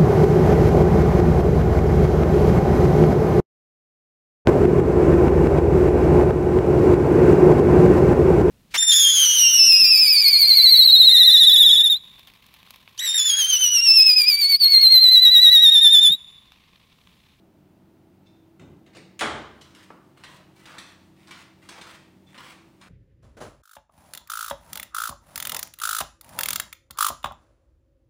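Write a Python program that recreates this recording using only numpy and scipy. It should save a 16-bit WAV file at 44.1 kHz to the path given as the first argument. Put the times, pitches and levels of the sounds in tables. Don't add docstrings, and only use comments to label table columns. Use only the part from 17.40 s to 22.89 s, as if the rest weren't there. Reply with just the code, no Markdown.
import sys
import numpy as np
from scipy import signal
from scipy.fft import rfft, irfft, next_fast_len
from scipy.io import wavfile
from scipy.ndimage import map_coordinates

SR = 44100
rng = np.random.default_rng(int(sys.argv[2]) if len(sys.argv) > 2 else 0)


def bounce(signal):
    frames = np.transpose(np.atleast_2d(signal))
    limited = np.clip(frames, -1, 1)
    pcm = np.round(limited * 32767).astype(np.int16)
    wavfile.write(sys.argv[1], SR, pcm)


N = 241957
T = np.arange(SR) / SR
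HZ = np.fft.rfftfreq(SR, 1 / SR)

# (heel lands [s], sole lands [s], skim before the heel [s], drag after the sole [s],
#  relative heel level [dB], relative sole level [dB], slide level [dB], drag level [dB],
#  slap brightness [dB per octave])
FOOTSTEPS = [(2.211, 2.349, 0.0033, 0.099, -37, -40, -61.5, -54.5, 2),
             (2.772, 2.837, 0.01, 0.14, -55, -31, -57, -53.5, -0.3),
             (3.256, 3.383, 0.1, 0.15, -36.5, -27.5, -47.5, -56.5, 2.5),
             (3.873, 3.909, 0.11, 0.12, -41.5, -30, -53, -50.5, 0.9),
             (4.289, 4.412, 0.071, 0.15, -30.5, -31.5, -47.5, -49, 2.3),
             (4.944, 4.977, 0.057, 0.15, -40.5, -33.5, -50.5, -47.5, -2.5),
             (5.412, 5.54, 0.01, 0.13, -40.5, -35, -54.5, -48, 0.5)]
# (frequency [Hz], relative level [dB])
BUMP_COLOUR = [(29, -43), (50, -18), (81, -5), (199, -3.5), (257, -8.5), (377, -1), (447, -16.5),
               (578, -15.5), (630, -18), (1500, -27), (1950, -56), (3300, -120)]
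# (frequency [Hz], relative level [dB])
SOLE_COLOUR = [(310, -22.5), (520, -3), (739, -2.5), (1180, 1), (1580, -2.5), (2150, -2.5), (2310, -2.5),
               (3240, -4.5), (3670, -6), (4000, -7), (6180, -13.5), (9560, -13.5), (10900, -23),
               (15000, -21.5)]
LIGHT_HZ, LOADED_HZ, LIFTING_HZ = 2020, 1070, 2600


def amp(db):
    return 10 ** (np.asarray(db) / 20)


def unit(x):
    return x / np.sqrt(np.mean(x ** 2) + 1e-20)


def unit_energy(x):
    return x / np.sqrt(np.sum(x ** 2) + 1e-20)


def along(points, hz):
    point_hz, values = np.transpose(points)
    return np.interp(np.log(hz + 1), np.log(point_hz + 1), values)


def fade(t60):
    return np.exp(-np.log(1000) * T / np.maximum(t60, 1e-4))


def wobble(rate):
    knots = rng.standard_normal(int(N * rate / SR) + 4)
    return map_coordinates(knots, [np.arange(N) * rate / SR])


def add(track, s, sound):
    start = round(s * SR)
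    part = sound[:max(N - start, 0)]
    track[start:start + len(part)] += part


def colour(spectrum, bright=0):
    return along(spectrum, HZ) + bright * np.log2(np.clip(HZ, 400, 9000) / 2000)


def pulse(colour_db):
    cepstrum = irfft(np.log(amp(colour_db - colour_db.max()) + 1e-6), SR)
    cepstrum[1:SR // 2] *= 2
    cepstrum[SR // 2 + 1:] = 0
    return unit_energy(irfft(np.exp(rfft(cepstrum)), SR))


def ring(modes, t60_at_1k, slope):
    total = np.zeros(SR)
    for hz, db in modes:
        decay = fade(t60_at_1k * (hz / 1000) ** -slope)
        total += amp(db + rng.normal(0, 1.0)) * decay * np.sin(2 * np.pi * (hz * T + rng.random()))
    return unit_energy(total)


def in_room(sound, early_db, early_t60, direct):
    # (frequency [Hz], 60 dB decay time [s])
    room_decay = [(60, 0.84), (150, 1), (300, 0.78), (1000, 0.72), (3000, 0.63), (5500, 0.64), (9000, 0.43),
                  (14000, 0.28)]
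    hz, t, z = signal.stft(rng.standard_normal(SR), SR, nperseg=256)
    decay = np.exp(-np.log(1000) * t / along(room_decay, hz)[:, None])
    tail = signal.istft(z * decay, SR, nperseg=256)[1][:SR]
    tail = unit_energy(tail * (1 - fade(0.037)))
    early = unit_energy(rng.standard_normal(SR) * (rng.random(SR) < .08) * fade(early_t60))
    early[0] += direct
    response = unit_energy(tail + amp(early_db) * unit_energy(early))
    return signal.fftconvolve(sound, response)[:SR]


def strike(sound, db):
    attack = sound[:SR // 80]
    return amp(db - 10) * sound / np.sqrt(np.mean(attack ** 2))


def noise(spectrum):
    shape = amp(along(spectrum, np.fft.rfftfreq(N, 1 / SR)))
    return unit(irfft(rfft(rng.standard_normal(N)) * shape, N))


def door(ring_level_db=-23, early_db=-2, boom_db=-3, count=3):
    # (frequency [Hz], relative level [dB])
    leaf_colour = [(140, -48), (230, -14), (320, -3.5), (483, -7.5), (880, -3.5), (967, -8), (1110, -3.5),
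                   (1820, -8), (2230, -9), (2610, -16), (3260, -9), (4330, -29), (6430, -58), (6960, -43),
                   (10000, -26.5), (13000, -68), (22000, -120)]
    # (frequency [Hz], relative level [dB])
    panel_modes = [(323.0, -37.5), (425.3, -38.5), (586.8, -41), (759.0, -56), (866.7, -42), (909.8, -53),
                   (1050, -48), (1114, -44), (1233, -49), (1480, -47), (1545, -47), (1615, -65),
                   (1642, -42), (1674, -47), (1739, -50), (1927, -53), (2105, -52), (2342, -54),
                   (2396, -55), (2977, -50), (3241, -59), (3354, -64), (3612, -44.5), (3876, -63)]
    # (frequency [Hz], relative level [dB])
    boom_colour = [(32, -31), (52, -14), (64, 3), (81, -0.5), (113, -5.5), (145, 6), (178, -11.5),
                   (230, 4.5), (300, -42), (510, -120)]
    slam_s, slam_db, slam_bright = 1.809, -16.5, 0.47
    gap_s, loss_db, dulling = 0.0076, 2, 1.0
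    out = np.zeros(N)
    for k in range(count):
        blow = pulse(colour(leaf_colour, slam_bright - k * dulling))
        blow = in_room(blow, early_db, early_t60=0.13, direct=0.044)
        add(out, slam_s + k * gap_s, strike(blow, slam_db - k * loss_db))
    swell = 1 - fade(0.049)
    add(out, slam_s, swell * strike(ring(panel_modes, t60_at_1k=0.7, slope=0.042), ring_level_db))
    boom = in_room(pulse(colour(boom_colour)), early_db=-4, early_t60=0.33, direct=.05)
    add(out, slam_s, amp(boom_db) * unit_energy(boom))
    return out


def latch(early_db=0):
    # (time [s], level [dB], chatter length [s])
    latch_contacts = [(1.196, -45, 0.03), (1.463, -48.5, 0.092), (1.533, -49.5, 0.036), (1.549, -40, 0.017),
                      (1.568, -37.5, 0.0084), (1.792, -24, 0.032), (1.8068, -20.5, 0.0098)]
    # (frequency [Hz], relative level [dB])
    steel_colour = [(180, -45), (300, 3.5), (907, -9), (1590, -2), (2210, 0.5), (3130, -2.5), (3400, -7),
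                    (3690, 0), (4720, -9.5), (5300, -9), (5950, -10), (6680, -11), (8560, -10.5),
                    (11300, -28.5), (15500, -29)]
    # (frequency [Hz], relative level [dB])
    lock_modes = [(4587, -66), (5383, -58), (5825, -63), (6105, -69), (6842, -51), (6977, -55), (7036, -63),
                  (8355, -72)]
    firm_db, firm_ring_db = -34, -22
    brightens, ring_grows = 0.19, 0.41
    out = np.zeros(N)
    for s, db, spread in latch_contacts:
        force_db = db - firm_db
        click = chatter(colour(steel_colour, brightens * force_db), spread)
        click = in_room(click, early_db, early_t60=0.092, direct=0.18)
        ring_gain = amp(firm_ring_db + ring_grows * force_db)
        ringing = ring_gain * ring(lock_modes, t60_at_1k=0.73, slope=0.17)
        add(out, s, strike(unit_energy(click) + ringing, db))
    return out


def chatter(colour_db, spread, follow_db=0):
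    contacts = rng.standard_normal(SR) * (rng.random(SR) < .3) * fade(spread)
    contacts = amp(follow_db) * unit_energy(contacts)
    contacts[0] += 1
    return unit_energy(signal.fftconvolve(contacts, pulse(colour_db))[:SR])


def slaps(level_db=-2, weight_db=-12, early_db=1.5):
    # (frequency [Hz], relative level [dB])
    slap_colour = [(240, -14), (400, -14.5), (784, -11), (1070, 5), (1300, -4), (1910, 0), (3910, -1.5),
                   (4290, -4), (4630, -7), (9350, -14.5), (10600, -22), (15500, -32)]
    out = np.zeros(N)
    for heel_s, sole_s, _, _, heel_db, sole_db, _, _, bright in FOOTSTEPS:
        for s, db in (heel_s, heel_db), (sole_s, sole_db):
            smack = chatter(colour(slap_colour, bright), spread=0.022, follow_db=-1)
            thump = amp(weight_db) * pulse(colour(BUMP_COLOUR))
            contact = in_room(smack + thump, early_db, early_t60=0.089, direct=0.14)
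            add(out, s, strike(contact, db + level_db))
    return out


def scuffs(skim_rise_db=-3, slide_rise_db=-2, drag_rise_db=1.0):
    # (time [s], length [s], level [dB], resonance [Hz])
    dull_scrape = (2.955, 0.08, -59.5, 660)
    skim_db = -9.5
    skim_bright, slide_bright, drag_bright = 0.31, -0.62, 0.53
    out = np.zeros(N)
    for heel_s, sole_s, skim_s, drag_s, _, _, slide_db, drag_db, _ in FOOTSTEPS:
        skim = scuff(skim_s, slide_db + skim_db, LIGHT_HZ, LIGHT_HZ, skim_bright, skim_rise_db)
        add(out, heel_s - skim_s, skim)
        slide = scuff(sole_s - heel_s, slide_db, LIGHT_HZ, LOADED_HZ, slide_bright, slide_rise_db)
        add(out, heel_s, slide)
        drag = scuff(drag_s, drag_db, LOADED_HZ, LIFTING_HZ, drag_bright, drag_rise_db)
        add(out, sole_s, drag)
    s, length, db, hz = dull_scrape
    add(out, s, scuff(length, db, hz, hz, tilt=-2.4, rise_db=0))
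    return out


def scuff(length, db, from_hz, to_hz, tilt, rise_db, grain_rate=2200, spread_db=3, clump_db=2.5,
          resonance_db=5, width_octaves=0.21, swell=0.057, count=4):
    brightens = 2.5
    progress = np.minimum(T / length, 1)
    pressure = np.abs(np.sin(np.pi * progress)) ** swell * (T < length)
    pressure *= amp(rise_db * progress + clump_db * wobble(117.0)[:SR])
    slips = (rng.random(SR) < grain_rate / SR) * rng.choice([-1, 1], SR)
    slips = slips * amp(spread_db * np.minimum(rng.exponential(size=SR), 4))
    rub = np.zeros(SR)
    for k, hz in enumerate(np.geomspace(from_hz, to_hz, count)):
        share = np.maximum(1 - np.abs(progress * (count - 1) - k), 0)
        resonance = resonance_db / (1 + (np.log2((HZ + 1) / hz) / width_octaves) ** 2)
        bright = tilt + brightens * np.log2(hz / LIGHT_HZ)
        grain = pulse(colour(SOLE_COLOUR, bright) + resonance)
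        rub += signal.fftconvolve(slips * pressure * share, grain)[:SR]
    rub = in_room(rub, early_db=3.5, early_t60=0.028, direct=0.98)
    return amp(db) * np.sqrt(length * SR) * unit_energy(rub)


def knock():
    # (time [s], level [dB])
    touches = [(2.504, -36.5), (2.5064, -34)]
    # (frequency [Hz], relative level [dB])
    hollow_colour = [(88, -55), (150, -2), (457, -3), (860, -4), (1120, 2), (1660, -9), (3320, -25),
                     (3620, -36), (5000, -37), (6500, -85), (11000, -120)]
    out = np.zeros(N)
    for s, db in touches:
        touch = in_room(pulse(colour(hollow_colour)), early_db=4.0, early_t60=0.051, direct=2.1)
        add(out, s, strike(touch, db))
    return out


def thuds(early_db=-5):
    # (time [s], level [dB])
    bump_hits = [(1.199, -39), (1.216, -42), (1.277, -45), (1.551, -44.5)]
    out = np.zeros(N)
    for s, db in bump_hits:
        thud = in_room(pulse(colour(BUMP_COLOUR)), early_db, early_t60=0.17, direct=0.4)
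        add(out, s, strike(thud, db))
    return out


def squeaks(slip_hz=900, jitter=.6):
    # (time [s], length [s], level [dB])
    squeak_times = [(0.853, 0.022, -60.5), (0.957, 0.014, -72), (4.858, 0.033, -61)]
    # (frequency [Hz], relative level [dB])
    squeak_colour = [(1470, -23), (2500, -8), (3050, -23), (3380, -10), (3550, 3.5), (3750, -13),
                     (5380, -18), (5830, -18.5), (9000, -34), (11700, -50), (19800, -120)]
    out = np.zeros(N)
    for s, length, db in squeak_times:
        cycles = np.floor(slip_hz * np.cumsum(np.exp(jitter * wobble(800)[:SR])) / SR)
        swell = np.sin(np.pi * np.minimum(T / length, 1))
        slips = np.diff(cycles, prepend=0) * swell
        squeak = signal.fftconvolve(slips, pulse(colour(squeak_colour)))[:SR]
        squeak = in_room(squeak, early_db=-1.0, early_t60=0.046, direct=0.17)
        add(out, s, amp(db) * np.sqrt(length * SR) * unit_energy(squeak))
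    return out


def clothes(level_db=-72, bright=2.4, flutter_db=2, lead_s=0.39):
    first_step_s = FOOTSTEPS[0][0]
    moving = np.clip((np.arange(N) / SR - first_step_s) / lead_s + 1, 0, 1)
    rustle = noise(np.column_stack([HZ, colour(SOLE_COLOUR, bright)]))
    return moving * amp(level_db + flutter_db * wobble(12)) * rustle


def ventilation(air_db=-59, drone_db=-1.5, waver_db=3.0, drift=0.81):
    # (frequency [Hz], relative level [dB])
    air_colour = [(16, -56), (28, -22), (42, -15.5), (55, -10), (80, -12.5), (113, -5), (193, -5),
                  (274, -5), (329, -7), (396, -5), (423, -16), (610, -15.5), (697, -16.5), (880, -16.5),
                  (1500, -35.5), (1950, -65), (3300, -120)]
    # (frequency [Hz], level before drone_db [dB rms])
    drone_tones = [(75.4, -92), (91.5, -68), (145.3, -68.5), (188.4, -64), (301.5, -68.5), (328.4, -64),
                   (629.8, -81), (656.8, -78)]
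    t = np.arange(N) / SR
    drone = np.zeros(N)
    for hz, db in drone_tones:
        level = amp(db + waver_db * wobble(4.79)) * np.sqrt(2)
        drone += level * np.sin(2 * np.pi * hz * t + drift * wobble(9))
    return amp(air_db) * noise(air_colour) + amp(drone_db) * drone


def scene():
    contacts = door() + latch() + slaps() + scuffs() + knock() + thuds() + squeaks()
    return (contacts + clothes() + ventilation())[None]


def record(dry):
    # (frequency [Hz], relative level [dB])
    hiss_colour = [(760, -18), (1300, -3), (1760, -6.5), (2700, -8.5), (7290, -18.5), (9770, -18.5),
                   (12800, -21), (14500, -13), (15800, -18)]
    hiss_db, top_hz = -72, 15850
    size = next_fast_len(N + SR // 2)
    hissy = dry + amp(hiss_db) * noise(hiss_colour)
    passband = np.fft.rfftfreq(size, 1 / SR) < top_hz
    return irfft(rfft(hissy, size) * passband, size)[:, :N]


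dry = scene()
out = record(dry)
bounce(out)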